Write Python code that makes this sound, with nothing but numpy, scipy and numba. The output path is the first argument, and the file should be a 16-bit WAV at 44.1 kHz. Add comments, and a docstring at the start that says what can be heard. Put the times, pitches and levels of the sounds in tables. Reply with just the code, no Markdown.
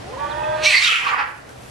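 """Cat fight in a walled yard.

Two cats face off on dry dirt. Two vibrations in one throat make a rising yowl that splits into side
tones. An arching shriek breaks up into squeaks, then come a spitting screech and a lower snarl as they
scuffle: larynx pulses and turbulence, shaped by throat and mouth. Paws thud and scatter grit,
a far bird chirps, the walls echo, and a low rumble lies underneath."""
import sys
import numpy as np
from scipy import signal
from scipy.fft import rfft, irfft
from scipy.io import wavfile
from scipy.ndimage import uniform_filter1d
from numba import njit

SR = 44100
rng = np.random.default_rng(int(sys.argv[2]) if len(sys.argv) > 2 else 0)


def wav_out(sig):
    """Save sig, one row per channel (or a flat mono array), as 16-bit PCM at SR to the path in sys.argv[1]."""
    wavfile.write(sys.argv[1], SR, np.round(np.clip(np.atleast_2d(sig).T, -1, 1) * 32767).astype(np.int16))


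N = 74970
TIME_S = np.arange(N) / SR
CUTOFF_HZ = 15700

# rumble and air: time_s, level_db
RUMBLE_LEVEL = [(0,-36.5),(.62,-35.5),(.72,-44),(.95,-48),(1.35,-46),(1.45,-44.5),(1.55,-42.5),(1.7,-42)]
# rumble spectrum: freq_hz, gain_db
RUMBLE_SPECTRUM = [(25,-19),(45,-12),(68,4.5),(88,-5.5),(120,5),(170,-8),(300,-8.5),(600,-5.5),(1200,-15),(2500,-19.5),(5000,-24.5),(11000,-34.5),(14000,-56)]
# rumble stereo width: freq_hz, side_minus_mid_db
RUMBLE_WIDTH = [(60,-22),(130,-12.5),(300,2),(8000,-3)]
# echo spectrum: freq_hz, gain_db
YARD_SPECTRUM = [(100,-1.5),(600,5.5),(1500,11.5),(4000,-1),(12000,5.5)]
# echo send; yowl and shriek onset nearly dry, later cries more echoing: time_s, gain_db
ECHO_SEND = [(.6,-17),(.69,-8),(.78,-2),(.9,0)]
# far bird: start_s, length_s, start_hz, end_hz, level_db
BIRD_CHIRPS = [(.295,.045,4520,2816,-39),(.431,0.011,2740,2380,-34.5)]

# scattered grit: time_s, level_db
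GRIT_LEVEL = [(0,-69),(.55,-62),(.7,-54),(1.1,-48.5),(1.2,-53.5),(1.483,-55.5),(1.492,-41.5),(1.503,-53),(1.7,-47.5)]
# grit spectrum: freq_hz, gain_db
GRIT_SPECTRUM = [(300,10),(900,0.5),(6000,-4),(11000,-7.5),(14000,-22)]
# paws and bodies hitting dirt: start_s, level_db, centre_hz, length_s
DIRT_THUDS = [(0.917,-35.5,515,0.0065),(0.991,-42,1030,0.011),(1.489,-48,1460,0.007)]
# spit in an upper throat resonance: start_s, length_s, centre_hz, level_db
SPIT_BURSTS = [(0.628,0.066,5680,-23),(0.708,0.053,2310,-18),(0.739,0.065,4330,-19),(1.062,.05,4230,-37.5),(1.097,0.036,6870,-48),(1.196,0.02,4900,-54)]
# short gliding tones in the yowl and cries: start_s, length_s, start_hz, end_hz, level_db
SQUEAK_GLIDES = [(.055,0.0836,700,908,-38),(.125,.032,1002,1073,-30.5),(.16,0.034,828,1166,-29),(.646,0.027,3890,4272,-17),(.655,0.029,2247,2413,-9),(.733,0.025,1990,2100,-10.5),(.763,0.019,1980,2317,-11.5),(.82,0.017,2404,2120,-15),(.835,0.021,3900,3636,-14.5),(.85,0.053,1458,1254,-29),(.925,0.013,1333,1436,-28),(1.058,0.015,1082,1115,-22.5),(1.125,0.021,1193,1150,-23)]

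# yowl, first vibration: time_s, pitch_hz, level_db
YOWL_CURVE = [(0,299.1,-56),(.06,349,-43),(.11,457.4,-36.5),(.15,524.1,-29),(.2,567,-32.5),(0.236,570.2,-40),(0.276,578.7,-30),(.305,582,-46),(.34,592.7,-29),(0.399,607.7,-35.5),(0.459,611.2,-20.5),(.55,616.6,-22.5),(0.649,621.8,-25),(.725,612.4,-33.5),(.745,590,-32)]
# throat strain, driving partials and rasp: time_s, gain_db
YOWL_STRAIN = [(0,-17.5),(.17,-10),(.205,-1.5),(.3,1.5),(.42,1.5),(.56,3),(.6,2.5),(0.658,5.5),(.72,-35),(.78,-43)]
# partials of the two vibrations: first_multiple, second_multiple, base_level_db
YOWL_PARTIALS = [(0,1,-45),(2,0,-40.5),(1,1,-46),(2,-1,-37),(2,1,-41),(3,-1,-49),(3,0,-46.5),(3,2,-49.5),(5,1,-52)]
# partials that swell: first_multiple, second_multiple, start_s, end_s, level_db
YOWL_SWELLS = [(2,0,.19,.28,-29),(1,1,.205,.265,-24.5),(1,1,.295,.42,-27),(2,-1,.38,.565,-22),(1,1,.48,.575,-30),(2,1,.47,.565,-32.5)]
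# yowl rasp spectrum: freq_hz, gain_db
RASP_SPECTRUM = [(250,-37),(500,-11.5),(700,-2.5),(950,-4),(1300,-8.5),(1550,-8),(1850,-3.5),(2200,-17.5),(2700,-16),(3100,-18.5),(3500,-14.5),(4500,-39),(9000,-65)]
# yowl phase between the ears: freq_hz, left_lead_rad
YOWL_EAR_PHASE = [(600,-1.3),(900,-2.6),(1150,0)]

# shriek voicing: time_s, pitch_hz, level_db, roughness
SHRIEK_CURVE = [(.54,250,-47,.2),(.615,284,-36,.25),(.638,316,-21.5,.33),(.65,350,-17.5,.3),(.66,376,-15.5,.26),(.68,400,-18,.18),(.69,389,-18,.35),(.7,369,-15.5,.42),(.72,376,-16.5,.65),(.745,368,-17,.8),(.785,354,-23,.9),(.825,350,-23,.9),(.87,337,-42,.8)]
# shriek mouth filter: freq_hz, gain_db
SHRIEK_MOUTH = [(500,-29.5),(1050,-6),(1400,-13),(1900,-3.5),(2500,-1.5),(3300,-5),(4300,3.5),(5200,-12),(5900,-7.5),(6800,-13.5),(8500,-11.5),(9500,-22),(11500,-22.5),(15000,-63)]
# shriek throat resonance: time_s, centre_hz
SHRIEK_THROAT = [(.63,2500),(.655,2850),(0.676,2590),(.745,2220),(.848,2180)]
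# screech voicing: time_s, pitch_hz, level_db, roughness
SCREECH_CURVE = [(.81,467.5,-29,0.79),(.845,465.4,-18,0.73),(.865,457.5,-19.5,0.74),(.88,449.6,-15,0.63),(.892,433.7,-23.5,.7),(.905,446.8,-19,0.74),(.955,437.8,-21.5,0.96),(.975,427.3,-25,0.86),(1.04,418.6,-30.5,0.91),(1.1,408,-28.5,0.97),(1.13,403,-60,0.8)]
# screech mouth filter: freq_hz, gain_db
SCREECH_MOUTH = [(500,-66),(900,-16),(1350,-2),(1650,-7),(2200,-0.5),(2900,0.5),(3800,-9),(4800,-11),(6200,-11),(7300,-10),(8300,-18.5),(11000,-17.5),(15000,-56)]
# screech throat resonance: time_s, centre_hz
SCREECH_THROAT = [(.84,4320),(.88,3500),(0.902,3000),(0.959,2420),(1.1,2480)]
# snarl voicing: time_s, pitch_hz, level_db, roughness
SNARL_CURVE = [(1,290.2,-39.5,1),(1.072,276.8,-29.5,.78),(1.14,284.9,-27,0.81),(1.165,282.1,-31,0.77),(1.197,284.8,-22.5,0.63),(1.235,279.7,-31,0.68),(1.25,276,-39,0.81),(1.285,281,-37,0.87),(1.34,271,-54,0.69)]
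# snarl mouth filter: freq_hz, gain_db
SNARL_MOUTH = [(300,-26.5),(500,-11.5),(680,-22.5),(850,-3),(1150,-7.5),(1600,-5),(2200,-7),(2950,-12.5),(3600,-24.5),(4900,-21.5),(6200,-40),(11000,-50),(15000,-59)]
# snarl throat resonance: time_s, centre_hz
SNARL_THROAT = [(1.059,1130),(1.191,1220),(1.208,1770)]


def from_db(db):
    """Decibels to gain."""
    return 10 ** (np.asarray(db) / 20)


def unit_rms(x):
    """Scale to unit power."""
    return x / np.sqrt(np.mean(x ** 2) + 1e-20)


def curves(rows):
    """Each column after time_s, interpolated per sample."""
    time_s, *columns = np.transpose(rows)
    return [np.interp(TIME_S, time_s, column) for column in columns]


def gate(start_s, end_s, edge_s):
    """Gate with linear edges."""
    return np.clip(np.minimum(TIME_S - start_s, end_s - TIME_S) / edge_s + .5, 0, 1)


def filtered(x, spectrum):
    """Filter by rows of freq_hz, gain_db."""
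    freq_hz, gain_db = np.transpose(spectrum)
    size = 2 * x.shape[-1]
    bins_hz = np.maximum(np.fft.rfftfreq(size, 1 / SR), 1)
    gain = from_db(np.interp(np.log(bins_hz), np.log(freq_hz), gain_db))
    return irfft(rfft(x, size) * gain, size)[..., :size // 2]


def drift(corner_hz):
    """Low-passed noise, unit RMS."""
    bins_hz = np.fft.rfftfreq(N, 1 / SR)
    return unit_rms(irfft(rfft(rng.standard_normal(N)) / (1 + (bins_hz / corner_hz) ** 2), N))


def phase_rad(pitch_hz):
    """Running phase of a pitch curve."""
    return 2 * np.pi * np.cumsum(pitch_hz) / SR


def levelled(x):
    """Hold unit RMS over about 16 ms."""
    return x / np.sqrt(np.abs(uniform_filter1d(x * x, size=700)) + 1e-12)


def panned(x, pan_db):
    """Mono to stereo; pan_db is left minus right."""
    gains = from_db([[pan_db / 2], [-pan_db / 2]])
    return x * gains / gains.mean()


@njit
def resonate(x, centre_hz, width_hz):
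    """Two-pole band-pass, per-sample centre, unit peak gain."""
    radius = np.exp(-np.pi * width_hz / SR)
    feedback = 2 * radius * np.cos(2 * np.pi * centre_hz / SR)
    gain = (1 - radius ** 2) / 2
    y = np.zeros(len(x))
    for i in range(2, len(x)):
        y[i] = gain * (x[i] - x[i - 2]) + feedback[i] * y[i - 1] - radius ** 2 * y[i - 2]
    return y


def glides(rows, jitter):
    """Short gliding sines that swell and fade."""
    out = 0
    for start_s, length_s, start_hz, end_hz, level_db in rows:
        progress = np.clip((TIME_S - start_s) / length_s, 0, 1)
        pitch_hz = (start_hz + (end_hz - start_hz) * progress) * (1 + jitter * drift(152.4))
        out = out + from_db(level_db) * np.sin(np.pi * progress) * np.sin(phase_rad(pitch_hz))
    return out


def rumble():
    """Far rumble and air: mid/side noise whose level dips midway."""
    mid, side = unit_rms(filtered(rng.standard_normal((2, N)), RUMBLE_SPECTRUM))
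    return from_db(curves(RUMBLE_LEVEL)[0]) * (mid + filtered(side, RUMBLE_WIDTH) * [[1], [-1]])


def yard_echo(x, early_db=-2.5, early_decay_s=0.013, reflections_per_s=3000, tail_db=-10.5, t60_s=0.63):
    """Quick reflections off ground and stones, then a diffuse tail; each side has its own."""
    early = rng.standard_normal((2, N)) * (rng.random((2, N)) < reflections_per_s / SR)
    early_fade = np.exp(-TIME_S / early_decay_s)
    tail = rng.standard_normal((2, N)) * from_db(-60 * TIME_S / t60_s) * (1 - early_fade)
    response = from_db(early_db) * unit_rms(early * early_fade) + from_db(tail_db) * unit_rms(tail)
    return signal.fftconvolve(x, filtered(response / np.sqrt(N), YARD_SPECTRUM), axes=1)[:, :N]


def bird():
    """Falling chirps of a far bird."""
    return panned(glides(BIRD_CHIRPS, jitter=0.0156), pan_db=-3)


def scuffle(grains_per_s=1500, grain_spread_db=4):
    """Paws spray grit as random clicks; impacts on dirt thud as narrow-band noise."""
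    sizes = from_db(grain_spread_db * np.minimum(rng.exponential(1, (2, N)), 5))
    grains = sizes * rng.choice([-1, 1], (2, N)) * (rng.random((2, N)) < grains_per_s / SR)
    grit = filtered(grains + .5 * grains[::-1], GRIT_SPECTRUM)   # left/right crossfeed
    out = unit_rms(grit) * from_db(curves(GRIT_LEVEL)[0])
    for start_s, level_db, centre_hz, length_s in DIRT_THUDS:
        thud = resonate(rng.standard_normal(N), np.full(N, float(centre_hz)), .15 * centre_hz)
        age = np.maximum(TIME_S - start_s, 0) / (length_s / 3)
        out = out + from_db(level_db) * levelled(thud) * age * np.exp(1 - age)
    return out


def spits(width_hz=810, rattle_hz=135, rattle_db=1):
    """Rattling puffs of air through one steep throat resonance."""
    out = 0
    for start_s, length_s, centre_hz, level_db in SPIT_BURSTS:
        air = rng.standard_normal(N)
        for _ in range(2):
            air = resonate(air, np.full(N, float(centre_hz)), width_hz)
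        swell = np.sin(np.pi * np.clip((TIME_S - start_s) / length_s, 0, 1))
        out = out + from_db(level_db) * swell * levelled(air * from_db(rattle_db * drift(rattle_hz)))
    return panned(out, pan_db=-3)


def squeaks():
    """Short gliding tones: the yowl's opening scoops, then squeaks and brief rings in the cries."""
    return panned(glides(SQUEAK_GLIDES, jitter=0.01797), pan_db=-8)


def throat_smear(x, decay_s=0.002):
    """All-pass ringing: each pulse lingers in the throat."""
    ringing = rfft(rng.standard_normal(N) * np.exp(-TIME_S / decay_s))
    return irfft(rfft(x) * ringing / (np.abs(ringing) + 1e-12), N)


def larynx(pitch_hz, roughness, jitter):
    """Uneven pulses, giving way to turbulent puffs as roughness goes from 0 to 1."""
    phase = phase_rad(pitch_hz * (1 + jitter * roughness ** 2 * drift(150)))
    pulses = sum(np.cos(k * phase) * (k * pitch_hz < CUTOFF_HZ) for k in range(1, 40))
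    puffs = rng.standard_normal(N) * (1 + np.cos(phase))
    voiced = np.sqrt(1 - roughness ** 2) * unit_rms(throat_smear(pulses))
    return voiced + roughness * unit_rms(throat_smear(puffs))


def yowl_partial(pitch_hz, shimmer_db=1.8):
    """One shimmering sine; low pitches reach the ears out of step."""
    lead_rad = np.interp(pitch_hz, *np.transpose(YOWL_EAR_PHASE))
    return from_db(shimmer_db * drift(16)) * np.sin(phase_rad(pitch_hz) + lead_rad * [[.5], [-.5]])


def yowl(second_start_hz=331, second_rise_hz_per_s=37, jitter=.003, rasp_base_db=-36.5, edge_s=0.014):
    """Two vibrations in one throat give a clear tone, sum and difference tones, and rasp."""
    pitch_hz, level_db = curves(YOWL_CURVE)
    strain = from_db(curves(YOWL_STRAIN)[0]) * gate(-1, YOWL_STRAIN[-1][0], edge_s)
    first_hz = pitch_hz * (1 + jitter * drift(51))
    second_hz = (second_start_hz + second_rise_hz_per_s * TIME_S) * (1 + jitter * drift(49))
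    tone = from_db(level_db) * yowl_partial(first_hz) * gate(-1, YOWL_CURVE[-1][0], edge_s)
    partials = 0
    for first_multiple, second_multiple, base_db in YOWL_PARTIALS:
        gain = from_db(base_db) * strain
        for *multiples, start_s, end_s, swell_db in YOWL_SWELLS:
            if multiples == [first_multiple, second_multiple]:
                gain = np.maximum(gain, from_db(swell_db) * gate(start_s, end_s, edge_s))
        partial_hz = first_multiple * first_hz + second_multiple * second_hz
        partials = partials + gain * yowl_partial(partial_hz)
    subharmonic = larynx(pitch_hz / 2, roughness=0.663, jitter=0.0845)
    rasp = from_db(rasp_base_db) * strain * unit_rms(filtered(subharmonic, RASP_SPECTRUM))
    return panned(tone, pan_db=1) + panned(partials + rasp, pan_db=-8)


def cry(curve, mouth, throat, throat_db, width_hz, jitter, flutter_db, flutter_hz, pan_db):
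    """Harsh cry: larynx through the mouth and a moving throat resonance, with a rattling level."""
    pitch_hz, level_db, roughness = curves(curve)
    voice = filtered(larynx(pitch_hz, roughness, jitter), mouth)
    voice = voice + from_db(throat_db) * resonate(voice, curves(throat)[0], width_hz)
    voice = levelled(voice * from_db(flutter_db * roughness * drift(flutter_hz)))
    envelope = from_db(level_db) * gate(curve[0][0], curve[-1][0], edge_s=0.0071)
    return panned(voice * envelope, pan_db)


def scene():
    """Yowl, three cries, scuffle and bird in the yard, over the rumble."""
    shriek = cry(SHRIEK_CURVE, SHRIEK_MOUTH, SHRIEK_THROAT, throat_db=9.5, width_hz=450,
                 jitter=0.1124, flutter_db=1, flutter_hz=89, pan_db=-4)
    screech = cry(SCREECH_CURVE, SCREECH_MOUTH, SCREECH_THROAT, throat_db=17, width_hz=1430,
                  jitter=.18, flutter_db=2.5, flutter_hz=90, pan_db=-2.5)
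    snarl = cry(SNARL_CURVE, SNARL_MOUTH, SNARL_THROAT, throat_db=-6.5, width_hz=410,
                jitter=.2, flutter_db=3.5, flutter_hz=70.4, pan_db=-3.5)
    fight = shriek + screech + snarl + spits() + squeaks() + scuffle()
    chirps = bird()
    cats = yowl() + fight
    echo = yard_echo(chirps + from_db(curves(ECHO_SEND)[0]) * cats)
    return cats + chirps + echo + rumble()


def record(dry):
    """Soft clip, then steep low-pass."""
    lowpass = signal.cheby2(12, 70, CUTOFF_HZ, fs=SR, output="sos")
    return signal.sosfilt(lowpass, 1.272 * np.tanh(dry / 1.373))


dry = scene()
out = record(dry)
wav_out(out)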